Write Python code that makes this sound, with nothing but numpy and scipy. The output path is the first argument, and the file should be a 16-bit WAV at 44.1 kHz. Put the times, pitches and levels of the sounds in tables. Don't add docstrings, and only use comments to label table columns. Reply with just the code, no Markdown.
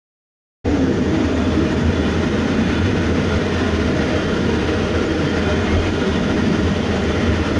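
import sys
import numpy as np
from scipy import signal
from scipy.fft import rfft, irfft, next_fast_len
from scipy.io import wavfile
from scipy.ndimage import uniform_filter1d, minimum_filter1d

SR = 44100
rng = np.random.default_rng(int(sys.argv[2]) if len(sys.argv) > 2 else 0)


def output_pcm(signal):
    pcm = np.clip(np.atleast_2d(signal).T, -1, 1) * 32767
    wavfile.write(sys.argv[1], SR, np.round(pcm).astype(np.int16))


N = 334719
FFT_SIZE = next_fast_len(N, True)
T, HZ = np.arange(N) / SR, np.fft.rfftfreq(FFT_SIZE, 1 / SR)

# centre in Hz, width in Hz, gain in dB.
CANOPY_RESONANCES = [(272, 16, -2.5), (410, 22, 3), (648, 22, 3), (715, 70, -2), (800, 35, 2.5),
                     (885, 45, -2.5), (948, 35, 2), (1048, 25, 2), (1130, 110, -1.5), (1255, 30, 2.5),
                     (1398, 60, 4.3), (1462, 25, -2.5), (1498, 40, 3), (1572, 55, -5), (1635, 25, 2),
                     (1685, 30, -3), (1725, 25, 1.2), (1785, 25, -1.5), (1815, 25, 1.5), (1898, 40, 3.2),
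                     (1950, 35, -4.2), (2020, 80, 1.6), (2110, 30, -2), (2175, 45, 1.5), (2280, 30, -2.5),
                     (2460, 130, 1.5), (2665, 70, -2.5), (2810, 90, 1.3), (3155, 55, 2.8),
                     (3290, 130, -2.2), (3580, 70, -1.5), (3670, 40, 1.2), (3800, 50, 1.2),
                     (3960, 80, -1.2), (6230, 180, 1.5)]
# time in seconds, pitch in Hz, relative level in dB.
PUMP_HUM = [(0.68, 616.6, -42), (1.25, 619.3, -30.5), (2.2, 619, -38), (3.08, 609, -44), (3.53, 613, -33),
            (3.72, 616, -46), (3.95, 616, -29.5), (4.18, 620, -30.5), (4.43, 617, -42), (4.75, 617.5, -32),
            (5.0, 614, -33), (5.18, 616, -39), (5.5, 617.6, -28.5), (5.85, 611.3, -37), (7.58, 609, -32)]
# pitch in Hz, top level in dB, wander in Hz, time of the top and length in seconds.
SHAFT_HUMS = [(255.7, -32.5, 2.4, 1.7, 8.6), (379.7, -33.5, 2, 6.2, 6.8), (1423, -40, 15.86, 5.6, 5.4),
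              (1500, -47, 16.46, 4.6, 5.7), (1896, -45, 12.1, 5.4, 7), (2444, -49, 8.5, 3.4, 9),
              (3190, -52, 24, 5.1, 3.3)]
BLADE_TONES_HZ = [3449.7, 3482.4]
# levels of harmonics one, two and three in dB, before the lift.
BLADE_HARMONICS_DB = [(-51.8, -60.7, -80.5), (-52, -68.3, -85)]
# time in seconds, lift of blade tones and of overtones in dB.
WHINE_LIFTS = [(0.68, -1, -2), (0.95, -2, 2), (1.48, 3.5, 5), (1.63, 0, 2), (2.04, 6.5, 3),
               (2.35, -2.5, -1.5), (2.75, 5, 3), (3.02, 3, -1), (3.22, 4, 2), (3.85, -2, 2), (4.0, 4.5, 0),
               (4.78, 1, -0.5), (5.8, 4, 1), (6.35, 4.5, 5), (6.53, 0, 0), (7.08, 4.5, 6), (7.58, 1, -2)]
# time of the top and length in seconds, pitch and width in Hz, level in dB.
AIR_RESONANCES = [(0.727, 0.082, 282, 40, -17), (0.834, 0.13, 259, 22, -19.5),
                  (0.92, 0.094, 342, 30.2, -21), (1.003, 0.21, 246, 60, -24), (1.167, 0.074, 314, 20, -17),
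                  (1.39, 0.15, 670, 40, -34.5), (1.617, 0.09, 319, 32, -22.5), (1.6, 3.2, 263, 70.3, -28),
                  (1.866, 0.17, 238, 25, -20.5), (1.978, .09, 298, 25, -21), (2.15, 0.39, 2990, 60, -47),
                  (2.603, 0.085, 216, 27, -21.5), (2.933, 0.22, 235, 64.8, -23),
                  (3.19, 0.075, 145, 32.4, -22), (3.57, 0.14, 1810, 37.8, -35.5),
                  (3.68, 0.19, 1034, 55.56, -37), (4.2, .2, 3170, 130, -42), (4.52, 0.19, 960, 74.8, -38),
                  (4.623, 0.43, 212, 37.45, -39), (4.702, 0.51, 477, 54, -27.5),
                  (5.063, .11, 1430, 34.4, -33), (5.238, 0.068, 151, 37.04, -23),
                  (5.297, 0.066, 3160, 30, -37), (5.42, 0.076, 1421, 35, -35), (5.53, 0.13, 3120, 30, -40),
                  (5.54, 0.12, 385, 25, -23), (5.619, 0.6, 724, 60, -38), (5.709, 0.089, 2131, 27, -37.5),
                  (5.79, .1, 3160, 30, -37.5), (6.01, 0.084, 1421, 35, -35), (6.596, 0.43, 197, 25, -23),
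                  (7.2, 0.1, 2070, 35, -41), (7.256, 0.11, 238, 45, -20)]
# time in seconds, relative levels of rush and of hiss in dB.
VENT_LEVELS = [(0.68, -31, -35.5), (1.15, -29, -34.5), (1.3, -27.5, -32.5), (1.5, -26.5, -31),
               (1.62, -27.5, -32), (2.4, -26.5, -31.5), (2.77, -25.5, -30.5), (2.92, -26.5, -32),
               (3.55, -26.5, -30.1), (4.25, -25.5, -30.7), (4.47, -27, -30.5), (4.7, -26.5, -30.5),
               (5.3, -26, -30.5), (5.65, -25, -30.5), (5.95, -27, -30), (6.2, -26.5, -31),
               (6.7, -27, -30.5), (7.4, -26, -30.5), (7.58, -25.8, -31)]
# frequency in Hz, relative level in dB.
VENT_SPECTRUM = [(500, -5.5), (800, -2), (1130, -3), (1400, -2), (1850, -2.5), (2250, -6.5), (3100, -7),
                 (3550, -10), (4000, -13.5), (5100, -14.5), (5700, -19), (6300, -18), (6850, -29.5),
                 (7400, -35)]
FIZZ_SPECTRUM = [(5000, -14.5), (7500, -2), (8600, 0.5), (9800, -3.5), (11000, -6)]
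# time of the top in seconds, lift of rumble and of boom in dB.
DECK_JOLTS = [(0.68, -3, 6), (0.87, -6, 4), (1.22, -7, 2), (1.41, -5, 7), (1.67, 0, 1), (1.9, 2, 12.5),
              (2.1, 1, 8), (2.78, -3, 3), (2.92, 3, 0), (3.06, -1, 5), (3.37, 1, 9.5), (3.639, -2, 5.5),
              (3.8, 0, 7), (4.27, 4, 0), (4.63, 5, 7), (5.48, -6, 10), (5.78, 19, 12), (6.17, 11, 4),
              (6.67, 1, 9.5), (7.08, 1, 7), (7.31, -2, 12.5), (7.57, 6, 7)]
# frequency in Hz, relative level in dB.
RUMBLE_SPECTRUM = [(6, -21), (14, -19.5), (22, -5.5), (30, -8), (38, -5.5), (50, 2), (62, -16), (85, -20)]
ROAR_SPECTRUM = [(70, -8.5), (105, -3.5), (128, -11), (146, -1.5), (172, -4.5), (205, 2), (245, -0.5),
                 (275, -2.5), (315, -2), (355, -9), (480, -7.5), (540, -18), (650, -17), (900, -31.5)]
# time in seconds, relative levels of deep body and of upper part in dB.
ROAR_LEVELS = [(0.68, -23.5, -23), (1.13, -20.5, -25), (1.33, -24, -25), (1.52, -19, -26),
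               (2.05, -22, -25.3), (2.35, -20.5, -25.5), (2.82, -19.5, -27), (3.15, -20, -24.5),
               (3.65, -23.5, -24), (3.98, -18.5, -24.5), (4.13, -23, -23.5), (4.5, -19.5, -26.5),
               (4.75, -22, -25.5), (5.05, -22, -24.5), (5.65, -20.5, -25.5), (5.8, -23, -25),
               (6.47, -18, -25.5), (6.68, -22, -26.5), (7.28, -21.5, -24), (7.43, -22, -27.5),
               (7.58, -19, -25)]


def amp(db):
    return 10 ** (np.asarray(db) / 20)


def unit(x):
    return x / np.sqrt(np.mean(x ** 2) + 1e-20)


def curves(rows):
    times, *columns = np.transpose(rows)
    return [np.interp(T, times, column) for column in columns]


def colour(spectrum):
    hz, db = np.transpose(spectrum)
    skirts = np.minimum(1, HZ / hz[0]) * np.minimum(1, hz[-1] / (HZ + 1))
    return amp(np.interp(np.log(HZ + 1), np.log(hz), db)) * skirts ** 8


def bell(x, centre, width):
    return np.exp2(-np.minimum((2 * (x - centre) / width) ** 2, 40))


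def noise(gain):
    return unit(irfft(rfft(rng.standard_normal(FFT_SIZE)) * gain, FFT_SIZE)[:N])


def drift(rate_hz):
    return noise(bell(HZ, 0, 2 * rate_hz) * (HZ > 0))


def steady(x, samples):
    power = uniform_filter1d(uniform_filter1d(x ** 2, samples), samples)
    return x / np.sqrt(power + 1e-9)


def tone(hz):
    return np.sqrt(2) * np.sin(2 * np.pi * (np.cumsum(hz) / SR + rng.random()))


def wavering_tone(hz, depth_db, rate_hz):
    return unit(tone(hz) * amp(depth_db * drift(rate_hz)))


def canopy_bands(spectrum, split_hz):
    canopy_db = sum(db * bell(HZ, hz, width) for hz, width, db in CANOPY_RESONANCES)
    gain = colour(spectrum) * amp(canopy_db)
    low_share = 1 / (1 + (HZ / split_hz) ** 16)
    return noise(gain * np.sqrt(low_share)), noise(gain * np.sqrt(1 - low_share))


def deck_reflections(x, depth_db):
    bands = signal.stft(x, nperseg=1024)[2]
    patch_shape = np.outer(np.hanning(7), np.hanning(50))
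    patches = signal.fftconvolve(rng.standard_normal(bands.shape), patch_shape, "same")
    return signal.istft(bands * amp(depth_db * unit(patches)), nperseg=1024)[1][:N]


def pump(trim_db=-1.2, wander_hz=8):
    hz, level_db = curves(PUMP_HUM)
    hum = wavering_tone(hz + wander_hz * drift(17.7), depth_db=3.3, rate_hz=25)
    return amp(level_db + trim_db) * hum


def shafts():
    hums = np.zeros(N)
    for hz, db, wander_hz, top_s, length_s in SHAFT_HUMS:
        hum = wavering_tone(hz + wander_hz * drift(16.73), depth_db=5.5, rate_hz=12)
        hums += amp(db) * bell(T, top_s, length_s) * hum
    return hums


def turbines(wander_hz=1.22):
    blade_lift_db, overtone_lift_db = curves(WHINE_LIFTS)
    whine = np.zeros(N)
    for hz, harmonics_db in zip(BLADE_TONES_HZ, BLADE_HARMONICS_DB):
        blade_hz = hz + wander_hz * drift(20)
        for harmonic, db in enumerate(harmonics_db, 1):
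            lift_db = blade_lift_db if harmonic == 1 else overtone_lift_db
            whine += amp(db + lift_db) * wavering_tone(harmonic * blade_hz, depth_db=4.5, rate_hz=22)
    return whine


def whistles():
    return sum(amp(db) * bell(T, top_s, length_s) * steady(noise(bell(HZ, hz, width_hz)), samples=4000)
               for top_s, length_s, hz, width_hz, db in AIR_RESONANCES)


def vents(rush_trim_db=-3, hiss_trim_db=-3.5, eddy_db=0.92):
    rush_db, hiss_db = curves(VENT_LEVELS)
    rush, hiss = canopy_bands(VENT_SPECTRUM, split_hz=2163)
    rush = steady(deck_reflections(rush, depth_db=1.05), samples=6000)
    hiss = deck_reflections(hiss, depth_db=1.05)
    fizz = amp(-23) * noise(colour(FIZZ_SPECTRUM))
    leak = amp(-49) * noise(bell(HZ, 5910, 2000))
    eddies = amp(eddy_db * drift(18.6))
    air = amp(rush_db + rush_trim_db) * rush + amp(hiss_db + hiss_trim_db) * (hiss + fizz)
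    return eddies * (air + leak)


def jolt(top_s, rise_s=0.053, decay_s=0.07):
    return np.exp(-np.maximum(top_s - T, 0) / rise_s - np.maximum(T - top_s, 0) / decay_s)


def airframe(rumble_db=-39.5, boom_db=-27.5, boom_hz=82.56, wander_hz=4.73, lurch_db=1.3):
    rumble_lift_db = sum(db * jolt(top_s) for top_s, db, _ in DECK_JOLTS)
    boom_lift_db = sum(db * jolt(top_s) for top_s, _, db in DECK_JOLTS)
    rumble = steady(noise(colour(RUMBLE_SPECTRUM)), samples=12000)
    boom_tone = tone(boom_hz + wander_hz * drift(8.7))
    boom_noise = amp(-3) * noise(bell(HZ, 85.4, 34))
    boom = steady(boom_tone + boom_noise, samples=6000)
    lurch = unit(amp(lurch_db * drift(13)))
    return lurch * (amp(rumble_db + rumble_lift_db) * rumble + amp(boom_db + boom_lift_db) * boom)


def exhaust_roar(deep_trim_db=0.03, upper_trim_db=0.08):
    deep_db, upper_db = curves(ROAR_LEVELS)
    deep, upper = canopy_bands(ROAR_SPECTRUM, split_hz=358)
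    deep = steady(deck_reflections(deep, depth_db=2.5), samples=3500)
    upper = steady(deck_reflections(upper, depth_db=2.5), samples=4500)
    return amp(deep_db + deep_trim_db) * deep + amp(upper_db + upper_trim_db) * upper


def scene():
    return (airframe() + exhaust_roar() + vents() + whistles() + pump() + shafts() + turbines())[None]


def record(dry, start_s=0.647, ceiling_db=-6.8, limiter_samples=441, cutoff_hz=10880):
    opened = dry * np.clip((T - start_s) / 0.014 + 0.3, 0, 1)
    needed_gain = np.minimum(1, amp(ceiling_db) / (abs(opened) + 1e-9))
    held_gain = minimum_filter1d(needed_gain, limiter_samples)
    limited = opened * uniform_filter1d(held_gain, limiter_samples)
    lowpass = signal.firwin(2047, cutoff_hz, window=("kaiser", 9), fs=SR)
    return signal.oaconvolve(limited, lowpass[None], "same")


dry = scene()
out = record(dry)
output_pcm(out)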